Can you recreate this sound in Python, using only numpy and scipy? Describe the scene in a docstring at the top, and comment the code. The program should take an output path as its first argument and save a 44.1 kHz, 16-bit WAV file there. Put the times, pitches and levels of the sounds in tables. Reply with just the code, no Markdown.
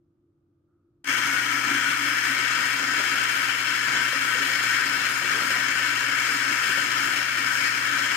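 """A quiet room murmurs and a hand rubs softly; then a coffee grinder clicks on, lurches and crunches beans.
Bursts of random cracks and steady powder noise ring the housing through a bank of resonances.
Unsteady tones make the squeal and whine, filtered noise the whirr, and a low sine the motor's hum.
Short fading tones make beans knock in the hopper, and brief noise ticks make the switch and hard beans snap.
A short echo tail and a fading bench reflection place the close stereo microphone."""
import sys
import numpy as np
from scipy import signal
from scipy.fft import rfft, irfft
from scipy.io import wavfile
from scipy.ndimage import uniform_filter1d, minimum_filter1d

SR = 44100
rng = np.random.default_rng(int(sys.argv[2]) if len(sys.argv) > 2 else 0)


def generate_wav(signal):
    """Clip the signal to [-1, 1] and save it as 16-bit WAV at the path in sys.argv[1]."""
    frames = np.transpose(np.atleast_2d(signal))
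    scaled = np.clip(frames, -1, 1) * 32767
    pcm = np.round(scaled).astype(np.int16)
    wavfile.write(sys.argv[1], SR, pcm)


N = 359856

# how full the burrs are, as a level before each part's offset: start_s, level_db
BURR_LOAD = [(1.1, -25.0), (1.2, -26), (1.38, -26), (1.46, -27), (1.88, -25), (1.98, -26.5), (2.06, -25.5),
             (2.14, -26), (2.6, -25.5), (2.88, -26.5), (3.18, -25), (3.28, -26), (3.36, -25.5),
             (3.56, -27.0), (3.74, -25.5), (3.82, -26.5), (3.9, -25.5), (4.32, -26.0), (4.74, -24.5),
             (4.82, -25.5), (5.2, -26.5), (5.38, -25.0), (5.46, -26), (5.54, -24.5), (5.64, -26),
             (5.96, -25.5), (6.1, -26.5), (6.24, -25.5), (6.46, -26.0), (6.7, -25.0), (6.88, -26),
             (7.04, -24.5), (7.28, -27.5), (7.66, -24.5), (7.74, -26.0), (8.12, -26.0)]
# throb of the housing near 290 Hz, before its offset: start_s, level_db
HOUSING_THROB = [(1.1, -40.5), (1.2, -46.5), (1.64, -44.5), (1.7, -37), (1.86, -45.5), (1.96, -41.5),
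                 (2.16, -45.0), (2.26, -41.5), (2.38, -49.5), (2.46, -46), (2.76, -48.5), (2.84, -41),
                 (3.12, -46), (3.18, -50.0), (3.38, -47), (3.56, -53.5), (3.7, -44), (3.84, -50),
                 (3.9, -43.5), (4.0, -49.5), (4.28, -47), (4.34, -53), (4.42, -45), (4.62, -47),
                 (4.88, -45), (5.32, -51), (5.4, -45.5), (5.78, -49), (5.84, -46.0), (6.1, -47),
                 (6.16, -52), (6.32, -44.5), (6.52, -42), (6.64, -55), (6.72, -47), (6.94, -47),
                 (7.48, -47.5), (7.7, -46.5), (8.02, -45.5), (8.12, -50)]
# thin squeal while the first beans feed in, before the start-up gain: start_s, pitch_hz, level_db
SQUEAL_PATH = [(1.1, 1460, -47), (1.25, 1478, -35), (1.38, 1464, -24.5), (1.47, 1415, -35),
               (1.54, 1318, -31), (1.68, 1353, -34), (1.78, 1440, -32), (1.88, 1465, -27), (2.1, 1485, -59)]
# broad colour of the housing, only relative levels matter: pitch_hz, left_db, right_db
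HOUSING_COLOUR = [(20, -59, -56), (60.3, -52, -50), (110, -42, -40.0), (160, -43, -43.5),
                  (300, -31.5, -33.0), (450, -37, -37), (874, -38.5, -37.5), (1147, -26.0, -30.5),
                  (1393, -21.5, -24.5), (2190, -28.0, -37.0), (3313, -27.0, -36.0), (3590, -37.5, -40.0),
                  (6900, -33.0, -39.5), (9800, -42, -43.5), (14500, -45.5, -43.5), (15400, -49.5, -51)]
# resonances of the housing: pitch_hz, width_hz, left_lift_db, right_lift_db
HOUSING_RESONANCES = [(138.5, 17, 10, 9.0), (189, 26, 10, 7), (252.4, 11, 3, 3), (278.9, 21, 12, 12.5),
                      (303.7, 13, 4.5, 6.5), (329, 14, -2.5, 4), (368, 25, 4, 5.5), (482, 34, 4.5, 0.5),
                      (565, 22, 5.5, 3), (736, 17, 5.5, 5.0), (770, 41, 5.0, 1.5), (961.7, 52, 12.0, 8.5),
                      (1006, 15, 7, 4.5), (1088, 17, 3.5, 6.5), (1282, 81, 6.5, 2), (1341, 78, 8, 9.5),
                      (1447, 83, 6.5, 1.5), (1519, 46, 10.0, 8.5), (1555, 24, 7.0, 0.5), (1615, 66, 9, 9.5),
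                      (1725, 102, 9.0, 8.0), (1821, 94, 8.5, 6.5), (1901, 103, 8.5, 7.5),
                      (2020, 32, 5.5, 9.0), (2100, 107, 6.5, 7.0), (2199, 110, 10.5, 8.5),
                      (2279, 83, 11.0, 14), (2378, 118, 7.5, 4.0), (2526, 109, 4.5, 8),
                      (2714, 112, 10.0, 4.5), (2774, 77, 3.0, 10.5), (2972, 47, 9, 0.5),
                      (3047, 163, 5.0, 6.0), (3161, 53, 10.5, 8), (3256, 81, -0.5, 4.5),
                      (3396, 121, 6.0, 5), (3550, 26, 4.5, 0.0), (3670, 173, 7.0, 1.5),
                      (3976, 150, 10.5, 6.5), (4226, 94, 13.5, 7), (4650, 211, 10.5, 6.0),
                      (4890, 197, -0.5, 8.5), (5060, 225, 9, 7.0), (5326, 240, 14.5, 7),
                      (5736, 50, 3.5, 0.0), (6200, 63, 5, 4.0), (6513, 240, 6.5, 6.0), (6790, 249, 4.5, 4),
                      (7040, 163, 4, 7), (7700, 327, 3.5, -1.5), (8280, 210, 5.5, 1.0),
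                      (8495, 390, 6.5, 0.0), (10720, 377, 8.0, 4.5), (11960, 431, 6, 3),
                      (13476, 285, 3, 3.5), (14296, 243, 5.5, 2.5)]
# whole beans knocking in the hopper, before a shared offset: start_s, level_db, pitch_hz
HOPPER_KNOCKS = [(1.7, -41, 285), (2.825, -41, 468), (2.99, -39.5, 400), (2.997, -43, 610),
                 (4.128, -37.5, 527), (4.352, -39, 497), (4.4, -39, 400), (4.495, -38, 530),
                 (5.215, -41, 570), (5.24, -37.5, 365), (5.34, -38, 360), (5.365, -40, 470),
                 (5.41, -39, 574), (5.495, -38.5, 561), (5.555, -37, 730), (5.58, -41, 616),
                 (5.795, -41, 557), (6.285, -39.5, 460), (6.495, -39, 345), (6.69, -40, 387),
                 (6.772, -35, 560), (7.199, -43, 550), (7.64, -43, 420)]
# ticks of the switch, then of hard beans, before a shared offset: start_s, level_db
SNAP_TICKS = [(1.0438, -42), (2.7531, -40), (3.239, -25), (3.456, -34), (4.295, -36), (6.4946, -35),
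              (7.1606, -28)]
# how alike left and right are before the housing rings: pitch_hz, correlation (-1 to 1)
SIDE_LIKENESS = [(60, 0.18), (120, 0.91), (290, 0.96), (520, 0.65), (980, 0.72), (1150, 0.15), (1520, 0.17),
                 (1660, 0.93), (1860, 0.78), (2020, 0.41), (2180, 0.42), (2420, -0.072), (2560, 0.55),
                 (2900, -0.24), (3380, 0.3), (3900, -0.027), (5000, -0.25), (5300, -0.6), (5850, 0.078),
                 (7200, -0.16), (8000, 0.17), (9000, -0.12), (15000, 0.028)]
# colour of the room's air, only relative levels matter: pitch_hz, level_db
ROOM_COLOUR = [(15, -48), (25, -22), (70, -11), (98, -3), (146, -7), (202, -16), (264, -10), (286, -10),
               (315, -11), (335, -6), (365, -8), (404, -20), (588, -25.5), (749, -32), (1060, -35),
               (1210, -26.5), (1810, -43.5), (15000, -57)]
# faint appliance tones in the room, before a shared offset: pitch_hz, level_db
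APPLIANCE_TONES = [(93, -78), (145.3, -77), (296.8, -72.5), (331, -78), (341.6, -70), (1200, -100)]
# share of the energy that is steady powder rubbing, not cracks: pitch_hz, share (0 to 1)
POWDER_SHARE = [(300, 0.44), (1600, 0.74), (3200, 0.63), (6000, 0.6), (12000, 0.59)]
# drive clacks in and rattles, burrs catch, slip and bite: start_s, gain_db
START_GAIN = [(1.04, -50), (1.043, -20), (1.0445, -9), (1.051, -21), (1.055, -14), (1.07, -8),
              (1.075, -1.5), (1.079, 0), (1.084, -6), (1.088, 0), (1.15, 0.5)]
# narrow tones scraped out by the burrs, before a shared offset: pitch_hz, left_db, right_db
WHINE_TONES = [(1349, -47, -51), (1526, -50, -51), (2207, -46, -58), (2280, -45, -53), (3162, -52, -66),
               (4170, -64, -67), (5340, -52, -66)]
# colour while the microphone points down at the bench: pitch_hz, gain_db
DOWNWARD_COLOUR = [(20, 0.5), (3500, 0), (4650, -1.5), (5000, 1), (5350, -2.5), (5700, 0.5), (6500, 0),
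                   (7000, -2), (7600, -1), (8000, 1), (9400, 2), (9850, -2), (10500, 0), (13000, 0.5),
                   (15000, 1.5)]

T = np.arange(N) / SR  # time in seconds
FREQ = np.maximum(np.arange(N // 2 + 1) * SR / N, 1)  # spectrum pitches in Hz
SWITCH_S = START_GAIN[0][0]
FILLED_S = 1.2  # when the whirr begins to fade and the whine begins to rise


def undb(db):
    """Turn decibels into a gain."""
    return 10 ** (np.asarray(db) / 20)


def unit(x):
    """Scale to an average strength (rms) of 1."""
    return x / np.sqrt(np.mean(x ** 2))


def curves(table):
    """Join each column of a table by straight lines in time."""
    s, *columns = np.transpose(table)
    return [np.interp(T, s, c) for c in columns]


def spectra(table):
    """Join each column of a table by straight lines in log frequency."""
    hz, *columns = np.transpose(table)
    return np.array([np.interp(np.log(FREQ), np.log(hz), c) for c in columns])


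def band(x, lo_hz, hi_hz, order=3):
    """Keep only the pitches between two limits."""
    top_hz = min(hi_hz, SR / 2 - 100)
    sos = signal.butter(order, [lo_hz, top_hz], "band", fs=SR, output="sos")
    return signal.sosfilt(sos, x)


def ring(x, db):
    """Apply a gain per frequency so that resonances ring after each click, never before it."""
    cepstrum = irfft(np.log(undb(db)), N)
    # folding the cepstrum forward in time gives a minimum-phase filter
    cepstrum[..., 1:N // 2] *= 2
    cepstrum[..., N // 2 + 1:] = 0
    return irfft(rfft(x) * np.exp(rfft(cepstrum)), N)


def walk(rate):
    """Wander smoothly at random, with an rms of 1 and `rate` new values a second."""
    k = max(int(SR / rate), 1)
    held = np.repeat(rng.standard_normal(N // k + 1), k)
    smooth = uniform_filter1d(uniform_filter1d(held, k), k)
    return unit(smooth[:N])


def decay(x, seconds):
    """Give each impulse an exponential tail."""
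    return signal.lfilter([1], [1, -np.exp(-1 / (seconds * SR))], x)


def stereo(pair, likeness):
    """Mix two unrelated sounds into left and right with a given correlation."""
    c = np.clip(likeness, -1, 1)
    mid, side = rfft(pair) * np.sqrt([(1 + c) / 2, (1 - c) / 2])
    return irfft([mid + side, mid - side], N)


def impulses(rate, scatter_db):
    """Make randomly timed impulses of uneven size, about `rate` a second."""
    hits = rng.random(N) < rate / SR
    return hits * undb(scatter_db * rng.standard_normal(N))


def fractures(bean_rate, bean_s, chip_rate, chip_s, crack_rate):
    """Breaking beans and chips swell a spray of tiny cracks; powder rubs steadily between the burrs."""
    crushing = decay(impulses(bean_rate, scatter_db=-1.0), bean_s) + 1e-6
    # the burrs take in only so many beans at a time, which evens out the crushing over 50 ms
    crushing = crushing / uniform_filter1d(crushing, size=SR // 20)
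    chipping = decay(impulses(chip_rate, scatter_db=1.5), chip_s)
    cracks = np.array([impulses(crack_rate, scatter_db=2.0) * rng.choice([-1, 1], N) for _ in range(2)])
    cracks = unit(np.sqrt(crushing * chipping) * cracks)
    powder = rng.standard_normal((2, N))
    share = np.clip(spectra(POWDER_SHARE)[0], 0, 1)
    return irfft(np.sqrt(1 - share) * rfft(cracks) + np.sqrt(share) * rfft(powder), N)


def shifting(x, shift_db, rate):
    """Beans break at changing places around the burrs, so each pitch range swells and fades on its own."""
    centres = np.log(np.geomspace(900, 9000, num=12))
    spectrum = rfft(x)
    out = 0
    for own in np.eye(len(centres)):
        share = np.interp(np.log(FREQ), centres, own)  # overlapping triangles that add up to 1
        out = out + irfft(spectrum * share, N) * undb(shift_db * walk(rate))
    return out


def reflections(x, t60, wet_db):
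    """Add the short diffuse tail of the bench and walls, which falls 60 dB in t60 seconds."""
    t = T[:SR // 2]
    tail = rng.standard_normal((2, len(t))) * 1000 ** (-t / t60) * (t > .002)
    tail *= undb(wet_db) / np.sqrt(np.sum(tail ** 2, axis=1, keepdims=True))
    return x + signal.fftconvolve(x, tail, axes=1)[:, :N]


def housing_db():
    """The housing's gain towards each side: its broad colour changed around each resonance."""
    lifts = 0
    for hz, width, left, right in HOUSING_RESONANCES:
        peak = 1 / (1 + (2 * (FREQ - hz) / width) ** 2)
        lifts = lifts + np.array([[left], [right]]) * peak
    return spectra(HOUSING_COLOUR) + lifts


def grinding(crunch_db, splinter_db, rumble_db, shake_db, crunch_follow):
    """Fractures ring the housing; load sets rumble, crunch and splinters, while the body throbs on its own."""
    feed_rate_hz, feed_flutter_db = 14, 0.19  # single beans make the load flutter at random
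    ripple_hz, ripple_depth = 100.5, 0.057  # the motor's torque pulses
    load = curves(BURR_LOAD)[0] + feed_flutter_db * walk(feed_rate_hz)
    shake, = curves(HOUSING_THROB)
    crunch = load.mean() + crunch_follow * (load - load.mean())

    force = fractures(bean_rate=150, bean_s=0.013, chip_rate=700, chip_s=0.002, crack_rate=11000)
    force = shifting(force, shift_db=0.91, rate=14)
    force = force * (1 + ripple_depth * np.sin(2 * np.pi * ripple_hz * T))
    force = reflections(force, t60=0.17, wet_db=-10.5)
    ringing = ring(stereo(force, spectra(SIDE_LIKENESS)[0]), housing_db())

    # split by pitch, then set each part's level over time
    spectrum = rfft(ringing)
    low = 1 / (1 + (FREQ / 800) ** 12)
    body = 1 / (1 + ((FREQ - 290) / 48) ** 6)
    high = 1 / (1 + (3700 / FREQ) ** 10)
    parts = [(low - body, load + rumble_db), (body, shake + shake_db),
             (1 - low - high, crunch + crunch_db), (high, load + splinter_db)]
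    return sum(unit(irfft(spectrum * share, N)) * undb(db) for share, db in parts)


def squeal(jitter, right_db):
    """An unsteady rubbing tone that sags and recovers as the burrs fill."""
    hz, db = curves(SQUEAL_PATH)
    tone = np.sin(2 * np.pi * np.cumsum(hz * (1 + jitter * walk(250))) / SR)
    return unit(tone * undb(3.2 * walk(60.1))) * undb(db) * undb([[0], [right_db]])


def whirr(lo_hz, hi_hz, whirr_db, right_db):
    """Bright rubbing of the still empty burrs, louder on the left, that dies away as grounds damp them."""
    fade_db_per_s = 9
    db = whirr_db - fade_db_per_s * np.maximum(T - FILLED_S, 0)
    noise = unit(band(rng.standard_normal((2, N)), lo_hz, hi_hz, order=2))
    return noise * undb(db) * undb([[0], [right_db]])


def whine(whine_db, jitter, flutter_db):
    """The filled burrs scrape a few narrow, unsteady tones out of the housing."""
    rise_s = 0.98
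    out = 0
    for hz, left, right in WHINE_TONES:
        tone = np.sin(2 * np.pi * np.cumsum(hz * (1 + jitter * walk(120))) / SR)
        out = out + unit(tone * undb(flutter_db * walk(25))) * undb([[left], [right]])
    return out * undb(whine_db) * np.clip((T - FILLED_S) / rise_s, 0, 1)


def motor():
    """The motor's hum builds as it comes up to speed and flutters slightly at random."""
    hum_hz, hum_db, rise_s = 120, -52, 0.1  # level before flutter and the start-up gain
    tone = np.sin(2 * np.pi * hum_hz * T + 0.14 * walk(8.7))
    speed = 1 - np.exp(-np.maximum(T - SWITCH_S, 0) / rise_s)
    return unit(tone) * speed * undb(hum_db + .6 * walk(16))


def spin_up():
    """Gain of the mill: silent until the switch closes, then a lurching start."""
    return undb(curves(START_GAIN)[0]) * (T > SWITCH_S)


def bite(lo_hz, hi_hz, right_db):
    """The first bean gives way with a hard crunch in the middle pitches."""
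    bite_s, fall_s, bite_db = 1.086, 0.04, -24.5  # level at the onset, on the left
    age = T - bite_s
    crunch = unit(band(rng.standard_normal(N), lo_hz, hi_hz, order=2))
    return crunch * (age > 0) * np.exp(-np.abs(age) / fall_s) * undb(bite_db) * undb([[0], [right_db]])


def snaps(snap_db, fall_s):
    """Each snap is one short, bright tick of fading noise."""
    blows = np.zeros(N)
    for s, db in SNAP_TICKS:
        blows[int(s * SR)] = undb(db + snap_db)
    return band(decay(blows + 1e-18, fall_s) * rng.standard_normal((2, N)), 5500, 9700, order=1)


def knocks(knock_db, fall_s, spread, tumble_db, thump_hz, thump_db):
    """A bean hits the hopper: a hollow knock, a low thump of the housing and a short noisy tumble."""
    out = np.zeros(N)
    age = T[:SR // 4]
    for s, db, hz in HOPPER_KNOCKS:
        noise = rng.standard_normal(len(age))
        tumble = unit(band(noise, hz / (1 + spread), hz * (1 + spread), order=2))
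        thump = np.sin(2 * np.pi * thump_hz * age)
        knock = np.sin(2 * np.pi * hz * age) + undb(thump_db) * thump + undb(tumble_db) * tumble
        at = int(s * SR)
        out[at:at + len(age)] += knock * np.exp(-age / fall_s) * undb(db + knock_db)
    return band(out, 140, 1300, order=2)


def bench(x):
    """The microphone points down, with a different colour and a bench reflection, until it tilts up."""
    lag_ms, first_strength = 0.92, 0.14
    tilt_s, tilt_length_s = 1.84, 0.72
    down = np.clip(1 - (T - tilt_s) / tilt_length_s, 0, 1)
    x = (1 - down) * x + down * ring(x, spectra(DOWNWARD_COLOUR)[0])
    strength = first_strength * down
    late = np.array([np.interp(T - lag_ms / 1000, T, side) for side in x])
    return (x + strength * late) / np.sqrt(1 + strength ** 2) * (T > SWITCH_S)


def rub(lo_hz, hi_hz):
    """A faint, soft rub of the hand just before the start: noise that swells and dies away."""
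    rub_s, attack_s, fall_s, rub_db = 0.66, 0.04, 0.17, -80  # level before the swell
    age = np.maximum(T - rub_s, 0)
    swell = np.minimum(age / attack_s, 1) * np.exp(-age / fall_s)
    return unit(band(rng.standard_normal(N), lo_hz, hi_hz, order=2)) * swell * undb(rub_db)


def room_tone(air_db, tones_db):
    """A low murmur of air, more alike on both sides at low pitch, with a few faint appliance tones."""
    noise = ring(rng.standard_normal((2, N)), spectra(ROOM_COLOUR)[0])
    air = stereo(noise, 1 / (1 + (FREQ / 700) ** 2))
    tones = sum(undb(db) * np.sin(2 * np.pi * hz * T + 0.3 * walk(3.8)) for hz, db in APPLIANCE_TONES)
    return unit(air) * undb(air_db) + undb(tones_db) * tones


def scene():
    """The grinder starts, reflected by the bench, over the hand rub and room tone."""
    burrs = grinding(crunch_db=1.5, splinter_db=-8.0, rumble_db=-22, shake_db=0.1, crunch_follow=1.0)
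    burrs = burrs + squeal(jitter=0.011, right_db=-9)
    burrs = burrs + whirr(lo_hz=5680, hi_hz=6440, whirr_db=-38.5, right_db=-16)
    burrs = burrs + whirr(lo_hz=11150, hi_hz=11500, whirr_db=-52, right_db=-12)
    burrs = burrs + whine(whine_db=-1.0, jitter=0.003005, flutter_db=5.5)
    mill = (burrs + motor()) * spin_up()
    mill = mill + bite(lo_hz=1520, hi_hz=1950, right_db=-8)
    mill = mill + snaps(snap_db=5.0, fall_s=0.0025)
    mill = mill + knocks(knock_db=-1.0, fall_s=0.025, spread=0.29, tumble_db=-4, thump_hz=190, thump_db=-9)
    return bench(mill) + rub(lo_hz=1200, hi_hz=1420) + room_tone(air_db=-70, tones_db=-0.5)


def record(dry):
    """A quick limiter holds down the highest peaks; the recorder cuts the top."""
    ceiling, top_hz = .31, 15720  # ceiling as a share of full scale
    room_left = ceiling / np.maximum(np.abs(dry).max(axis=0), ceiling)
    gain = uniform_filter1d(minimum_filter1d(room_left, size=SR // 500), size=SR // 500)
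    return signal.sosfilt(signal.ellip(10, .1, 80, top_hz, fs=SR, output="sos"), dry * gain)


dry = scene()
out = record(dry)
generate_wav(out)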